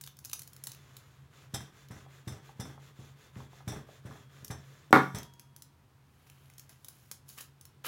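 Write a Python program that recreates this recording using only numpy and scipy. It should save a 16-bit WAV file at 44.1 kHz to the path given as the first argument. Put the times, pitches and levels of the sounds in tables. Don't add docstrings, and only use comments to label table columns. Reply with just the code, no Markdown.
import sys
import numpy as np
from scipy import signal
from scipy.fft import rfft, irfft
from scipy.io import wavfile
from scipy.ndimage import uniform_filter1d

SR = 44100
rng = np.random.default_rng(int(sys.argv[2]) if len(sys.argv) > 2 else 0)


def wav_out(sig):
    wavfile.write(sys.argv[1], SR, np.round(np.clip(np.atleast_2d(sig).T, -1, 1) * 32767).astype(np.int16))


N = 347177
TIME = np.arange(N) / SR

# pitch_hz, level_db, t60_s
BOARD_MODES = [(138, -8, .55), (185.5, -13.5, 0.63), (219.1, -12.5, 0.16), (253.5, -1, 0.17),
               (284, -3.5, .17), (442.3, -13, 0.23), (540, -9, .26), (764, 0, 0.27), (896.4, -10.5, 0.22),
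               (954, -6.5, 0.23), (1080, -7, 0.14), (1153, -1.5, 0.31), (1245, -6.5, .25),
               (1380, -12.5, 0.17), (1430, -5.5, 0.37), (1610, -15, 0.19), (1687, -13.5, 0.35),
               (1987, -17.5, .23), (2042, -16, .23), (2176, -9, 0.29), (2390, -22, .23), (2593, -25, .14)]
# pitch_hz, level_db, t60_s
BLADE_MODES = [(3207, -12, 0.37), (3486, -9, .26), (3538, -5.5, 0.23), (5226, -5, .22), (5490, -6, 0.17),
               (5470, -6.5, .2), (5643, -6, .18), (5800, -6, 0.22), (6130, -3.5, 0.23), (7400, -14, 0.24),
               (7922, -9, 0.13), (8586, -16.5, .19), (8600, -9, 0.055), (9400, -9, .09), (9600, -11, .1),
               (10840, -18, .12), (11340, -17, .1)]
# frequency_hz, level_db
FOIL_SPECTRUM = [(700, -19.5), (2500, -12), (4500, -4.5), (7000, -1), (8300, -8), (10000, -0.5),
                 (13000, -2.5), (16000, -3)]
CREASE_DB, CREASE_HZ = -39.5, 6400


def undb(db):
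    return 10 ** (np.asarray(db) / 20)


def unit(x):
    return x / np.sqrt(np.sum(x ** 2))


def noise(size=N):
    return rng.standard_normal(size)


def through(x, response):
    return signal.fftconvolve(x, response)[:N]


def lookup(points, hz):
    frequencies, values = np.transpose(points)
    return np.interp(np.log(np.maximum(hz, 1)), np.log(frequencies), values)


def colour(points, size=4096):
    magnitude = undb(lookup(points, np.fft.rfftfreq(size, 1 / SR)))
    cepstrum = irfft(np.log(magnitude))
    cepstrum[1:size // 2] *= 2
    cepstrum[size // 2 + 1:] = 0
    return unit(irfft(np.exp(rfft(cepstrum))))


def ring(modes):
    t = TIME[:SR]
    return unit(sum((-1) ** k * undb(db - 60 * t / t60) * np.sin(2 * np.pi * hz * t)
                    for k, (hz, db, t60) in enumerate(modes)))


def add(track, start_s, sound):
    i = max(int(start_s * SR), 0)
    part = sound[:max(N - i, 0)]
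    track[i:i + len(part)] += part


def burst(rise_s, fade_s):
    t = TIME[:SR // 4]
    shape = (1 - np.exp(-t / max(rise_s, 1 / SR))) * np.exp(-t / max(fade_s, 10 / SR))
    return shape / shape.max()


def swing(start_s, end_s):
    return np.abs(np.sin(np.linspace(0, np.pi, max(int((end_s - start_s) * SR), 2))))


def grit(spread_db, grain_samples=24):
    sizes = np.repeat(undb(spread_db * noise(N // grain_samples + 1)), grain_samples)[:N]
    return unit(noise() * sizes) * np.sqrt(N)


def bending(response, lag_s, size=8192):
    hz = np.maximum(np.fft.rfftfreq(size, 1 / SR), 1)
    dispersion = np.exp(-4j * np.pi * lag_s * np.sqrt(1000 * hz))
    return irfft(rfft(response, size) * dispersion, size)


def room(x, wet_db, build_s, bands=9):
    # frequency_hz, t60_s
    decay = [(100, 0.32), (300, 0.26), (1200, 0.28), (3000, .3), (7000, 0.23), (15000, 0.17)]
    t = TIME[:SR]
    centres = np.geomspace(60, 15000, bands)
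    spectrum, hz = rfft(noise(SR)), np.fft.rfftfreq(SR, 1 / SR)
    tail = 0
    for centre, share in zip(centres, np.eye(bands)):
        band = irfft(spectrum * lookup(np.c_[centres, share], hz), SR)
        tail = tail + band * np.exp(-np.log(1000) * t / lookup(decay, centre))
    build_up = 1 - np.exp(-t / build_s)
    return x + undb(wet_db) * through(x, unit(tail * build_up))


def room_tone():
    # frequency_hz, level_db
    air_spectrum = [(28, -33), (50, -20), (78, -7.5), (110, -9), (135, -7), (165, -19.5), (210, -18),
                    (300, -22), (600, -29), (1000, -26.5), (2000, -33.5), (5000, -40), (8500, -44),
                    (16000, -45)]
    # time_s, level_db
    hum_levels = [(0, -59), (.7, -58), (1.4, -61), (5.2, -61), (5.7, -66.5), (7.87, -66)]
    times, levels = np.transpose(hum_levels)
    strength = undb(np.interp(TIME, times, levels, right=-np.inf))
    hum = strength * through(noise(), ring([(135.66, 0, 0.62)]))
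    air = through(noise(), colour(air_spectrum))
    return undb(-63.5) * air + undb(2) * hum


def small_creases(count=32, gap_s=0.047, spread_db=2.5, spread_octaves=0.4):
    # start_s, end_s, level_db
    handling = [(.08, .58, -47), (0.639, .76, -48), (5.28, 5.34, -52), (6.431, 6.56, -50),
                (7.3, 7.45, -45.5)]
    rows = []
    for start_s, end_s, db in handling:
        gap, size, pitch = rng.standard_normal((count, 3)).T
        times = start_s + np.cumsum(gap_s * np.exp(0.5 * gap)) - gap_s / 2
        pitches = CREASE_HZ * 2 ** (spread_octaves * (pitch - 1))
        ticks = np.c_[times, db + spread_db * size, pitches]
        rows += list(ticks[times < end_s])
    return rows


def foil():
    # start_s, level_db, pitch_hz
    crinkles = [(.0114, -33.5, 7000), (.038, -37, 4440), (.0632, -40, 6640), (.0741, -37, 3220),
                (.189, -41, 11100), (.2484, -34.5, 6600), (.255, -35.5, 9980), (.2974, -40, 4870),
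                (.314, -41, 3500), (.3316, -22.5, 5500), (.3927, -33, 10400), (.4187, -36, 6060),
                (.4755, -40, 10600), (.532, -41.5, 9400), (.638, -31.5, 6960), (.6697, -26.5, 9200),
                (.7172, -35, 6420), (.9671, -38.5, 3800), (1.8856, -49, 3950), (4.4462, -33.5, 11000),
                (4.4802, -38, 7050), (5.1848, -34.5, 6030), (5.231, -39, 3350), (5.3954, -40.5, 5910),
                (5.5628, -40, 10070), (5.6214, -37.5, 7100), (6.2988, -45.5, 2840), (6.5812, -37.5, 8980),
                (6.5951, -38, 5670), (6.6937, -45, 4300), (6.8458, -37, 10700), (6.8837, -34, 10270),
                (7.1136, -31, 7370), (7.1207, -41.5, 7330), (7.3848, -35.5, 2830), (7.6109, -42.5, 8380),
                (7.6531, -43, 6380)]
    # start_s, end_s, level_db, body_db
    slides = [(6.02, 6.8, -71, -68), (6.749, 7.2, -65.5, -70.5), (7.248, 7.477, -60.5, -66),
              (7.5, 7.847, -83, -74)]
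    # start_s, level_db, body_db, rise_s, fade_s
    brushes = [(6.262, -69, -68.5, .008, 0.014), (6.69, -58, -60.5, 0.0041, 0.029),
               (7.281, -53, -75, 0.016, 0.016), (7.372, -52, -50, .02, 0.015),
               (7.403, -43, -60, 0.0049, 0.0074), (7.839, -38.5, -38, 0.025, 0.063)]
    # frequency_hz, level_db
    body_spectrum = [(200, -5), (700, -6.5), (1400, 0), (2200, -4.5), (3000, -2), (5000, -14.5),
                     (9000, -44)]
    bright, body, facets, rustle, drag = np.zeros((5, N))
    for start_s, db, hz in [*crinkles, *small_creases()]:
        fade_s = 0.0024 * 2 ** ((db - CREASE_DB) / 35)
        tick = undb(db) * burst(0.00039, fade_s)
        octaves = np.log2(hz / CREASE_HZ)
        body_db, note_db = -17.5 - 4 * octaves, -11.5 - 3.5 * octaves
        add(bright, start_s, tick)
        add(body, start_s, undb(body_db) * tick)
        pitch = hz * (1 + 0.68 * uniform_filter1d(noise(len(tick)), size=12))
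        add(facets, start_s, undb(note_db) * tick * np.sin(2 * np.pi * np.cumsum(pitch) / SR))
    for start_s, end_s, db, body_db in slides:
        add(rustle, start_s, undb(db) * swing(start_s, end_s))
        add(drag, start_s, undb(body_db) * swing(start_s, end_s))
    for start_s, db, body_db, rise_s, fade_s in brushes:
        add(rustle, start_s, undb(db) * burst(rise_s, fade_s))
        add(drag, start_s, undb(body_db) * burst(rise_s, fade_s))
    treble = undb(-5) * bright * grit(1.4) + undb(-1.5) * rustle * grit(4.3)
    middle = undb(-1.5) * body * grit(5) + undb(-4) * drag * grit(4.4)
    return through(treble, colour(FOIL_SPECTRUM)) + through(middle, colour(body_spectrum)) + facets


def rubbing(usual_stroke_s=0.18):
    turns = [.427, 1.3, 1.492, 1.715, 1.88, 2.072, 2.24, 2.408, 2.547, 2.782, 2.93, 3.148, 3.32, 3.485,
             3.642, 3.852, 4.015, 4.282, 4.48, 4.94]
    # hiss_db, grind_db
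    stroke_levels = [(-66.5, -65.5), (-68, -65)]
    # frequency_hz, level_db
    hiss_spectrum = [(1000, -13.5), (2600, 0), (3600, 3), (4800, -2.5), (7100, 3.5), (8300, -11.5),
                     (10000, -8), (15500, -11.5)]
    # frequency_hz, level_db
    grind_spectrum = [(150, -5.5), (500, 6.5), (800, -5), (1100, 1.5), (1700, 1.5), (2600, -5),
                      (3800, -6.5), (6000, -18)]
    hiss, grind = np.zeros((2, N))
    for k, (start_s, end_s) in enumerate(zip(turns, turns[1:])):
        hiss_db, grind_db = stroke_levels[k % 2]
        speed = swing(start_s, end_s)
        slowness = np.log2((end_s - start_s) / usual_stroke_s)
        add(hiss, start_s, undb(hiss_db - 2 * slowness) * speed ** 1.1)
        add(grind, start_s, undb(grind_db - slowness) * speed ** 0.5)
    friction = undb(1) * through(hiss * grit(2.4), colour(hiss_spectrum))
    crumbs = undb(2) * through(grind * grit(3.1), colour(grind_spectrum))
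    return friction + crumbs + undb(-15.5) * through(crumbs, ring(BLADE_MODES))


def creaks():
    # start_s, level_db, pitch_hz
    events = [(1.966, -49.5, 1050), (2.006, -54, 1020), (2.062, -48, 685), (2.492, -45.5, 766),
              (2.654, -46, 773), (2.777, -46, 770), (3.356, -50.5, 1380), (3.403, -44, 786),
              (3.531, -48.5, 606), (3.605, -49, 936), (3.73, -42, 604), (3.889, -43.5, 616),
              (4.11, -45.5, 875), (4.155, -52, 1060)]
    track, t = np.zeros(N), TIME[:SR // 4]
    for start_s, db, hz in events:
        wobble = uniform_filter1d(noise(len(t)), size=25)
        pitch = hz * (0.915 + 0.25 * np.exp(-t / 0.0055) + 2 * wobble)
        tone = np.sin(2 * np.pi * np.cumsum(pitch) / SR)
        add(track, start_s, undb(db) * burst(0.00044, 0.0052) * tone)
    return track


def judders(count=3, extra_steel_loss_db=6.5):
    # start_s, thud_db, steel_db, crumb_db, judder_gap_s, loss_per_judder_db
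    pushes = [(1.535, -32.5, -27, -35.5, 0.064, 13.5), (1.903, -38, -49, -46, .058, 10.5),
              (2.27, -33.5, -38, -41, 0.045, 8.5), (2.593, -34, -35.5, -39, 0.051, 7),
              (2.988, -42, -62, -59, 0.074, 20), (3.361, -37.5, -59, -54, 0.039, 12),
              (3.672, -29.5, -33, -35, .042, 5), (4.049, -37, -51.5, -46.5, 0.051, 5),
              (4.424, -46, -70, -64, .05, 20), (4.499, -33, -38, -34, .05, 27),
              (5.142, -33, -34.5, -35.5, .02, 8)]
    return [(start_s + k * gap_s, thud_db - k * loss_db,
             steel_db - k * (loss_db + extra_steel_loss_db), crumb_db - k * loss_db)
            for start_s, thud_db, steel_db, crumb_db, gap_s, loss_db in pushes for k in range(count)]


def flexing():
    # pitch_hz, level_db, t60_s
    flex_modes = [(1523, -3, .6), (3311, 0, 1.15)]
    jolts = np.zeros(N)
    for start_s, thud_db, _, _ in judders():
        jolt = unit(burst(0.003, 0.03) * noise(SR // 4))
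        add(jolts, start_s, undb(0.5 * thud_db) * jolt)
    return undb(-16) * through(jolts, ring(flex_modes))


def slips(lag_s=0.0041, hard_slip_db=-35):
    # pitch_hz, level_db, t60_s
    edge_modes = [(1890, -10, .014), (3620, -1.5, 0.0094), (5310, 0, 0.0079), (6050, -0.5, 0.0083),
                  (7690, -3.5, 0.0098), (9100, -6, 0.0097), (9730, -4, 0.0072), (11420, -8.5, 0.0084),
                  (13900, -7, 0.006), (15600, -17, 0.0065)]
    # frequency_hz, level_db
    crumb_spectrum = [(120, -10.5), (300, -3), (800, 0), (1900, -3), (2700, -13.5), (5000, -24.5)]
    steel, crumbs = np.zeros((2, N))
    for start_s, _, steel_db, crumb_db in judders():
        gentleness = np.clip((hard_slip_db - steel_db) / 22, 0, 1)
        fade_s = 0.014 * 2 ** gentleness
        add(steel, start_s + lag_s, undb(steel_db) * burst(0.0033, fade_s))
        add(crumbs, start_s + lag_s, undb(crumb_db) * burst(0.0017, 1.4 * fade_s))
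    rasp = steel * grit(3)
    blade = undb(-13) * through(rasp, ring(BLADE_MODES)) + undb(-9.5) * through(rasp, ring(edge_modes))
    return blade + undb(-8) * through(crumbs * grit(4.3), colour(crumb_spectrum))


def thuds():
    # frequency_hz, level_db
    thud_spectrum = [(25, -24), (55, -6.5), (130, 3.5), (200, -7), (320, -16.5), (500, -25.5),
                     (1000, -49.5), (3000, -79.5)]
    grate_spectrum = [(70, -19), (140, -4.5), (280, 2), (520, -6), (900, -14), (2000, -30), (5000, -59)]
    pushes, drag = np.zeros((2, N))
    for start_s, thud_db, _, _ in judders():
        add(pushes, start_s, undb([thud_db]))
        add(drag, start_s, undb(thud_db) * burst(0.005, 0.03))
    thud = through(pushes, bending(colour(thud_spectrum), lag_s=0.001))
    grating = undb(-16.5) * through(drag * grit(2.97), colour(grate_spectrum))
    board = undb(-0.5) * through(thud, ring(BOARD_MODES))
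    return room(undb(24) * thud + grating, wet_db=-3.5, build_s=0.0085) + board


def snap(crack_s=4.9075, blow_s=4.9277):
    # frequency_hz, level_db
    blow_spectrum = [(40, -31), (100, -16), (270, 4.5), (420, -5.5), (600, -7.5), (1200, -2), (1600, -8),
                     (2200, -13.5), (2900, -28), (3800, -24.5), (5500, -35.5), (8300, -38.5), (14500, -37),
                     (16500, -47)]
    crack_spectrum = [(60, -15.5), (250, 1), (500, -7.5), (1500, -33), (4000, -55)]
    # start_s, level_db
    echoes = [(4.9299, -7), (4.9426, -13.5), (4.9529, -11), (4.9601, -12.5), (4.972, -13.5)]
    fracture, blow, echo_pulses = np.zeros((3, N))
    add(fracture, crack_s, np.ones(1))
    add(blow, blow_s, np.ones(1))
    for start_s, db in echoes:
        add(echo_pulses, start_s, undb([db]))
    crack = undb(-16.5) * through(fracture, colour(crack_spectrum))
    spray = undb(-51.5) * through(fracture, burst(0.0005, 0.0025))
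    spray += undb(-50.5) * through(blow, burst(0.004, 0.094))
    grains = spray * grit(4.4)
    splinters = undb(-2.5) * through(grains, colour(FOIL_SPECTRUM))
    splinters += undb(-3) * through(grains, ring(BLADE_MODES))
    slam = undb(15) * through(blow + echo_pulses, bending(colour(blow_spectrum), lag_s=0.001622))
    board = undb(14.5) * through(blow, ring(BOARD_MODES))
    blade = undb(-17.5) * through(blow, ring(BLADE_MODES))
    blade += undb(-18.5) * through(blow, ring([(950, 0, 1.7)]))
    return room(slam + crack + splinters, wet_db=-3.5, build_s=0.007) + board + blade


def scene():
    cutting = room(slips() + creaks() + rubbing(), wet_db=-7.5, build_s=0.0017)
    wrapper = room(foil(), wet_db=-6.5, build_s=0.0023)
    return (snap() + thuds() + flexing() + cutting + wrapper + room_tone())[None]


def record(dry):
    low_cut = signal.butter(3, 48, "high", fs=SR, output="sos")
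    high_cut = signal.ellip(10, 0.2, 80, 16100, fs=SR, output="sos")
    clipped = np.clip(signal.sosfilt(low_cut, dry), -1, 1)
    return signal.sosfilt(high_cut, clipped)


dry = scene()
out = record(dry)
wav_out(out)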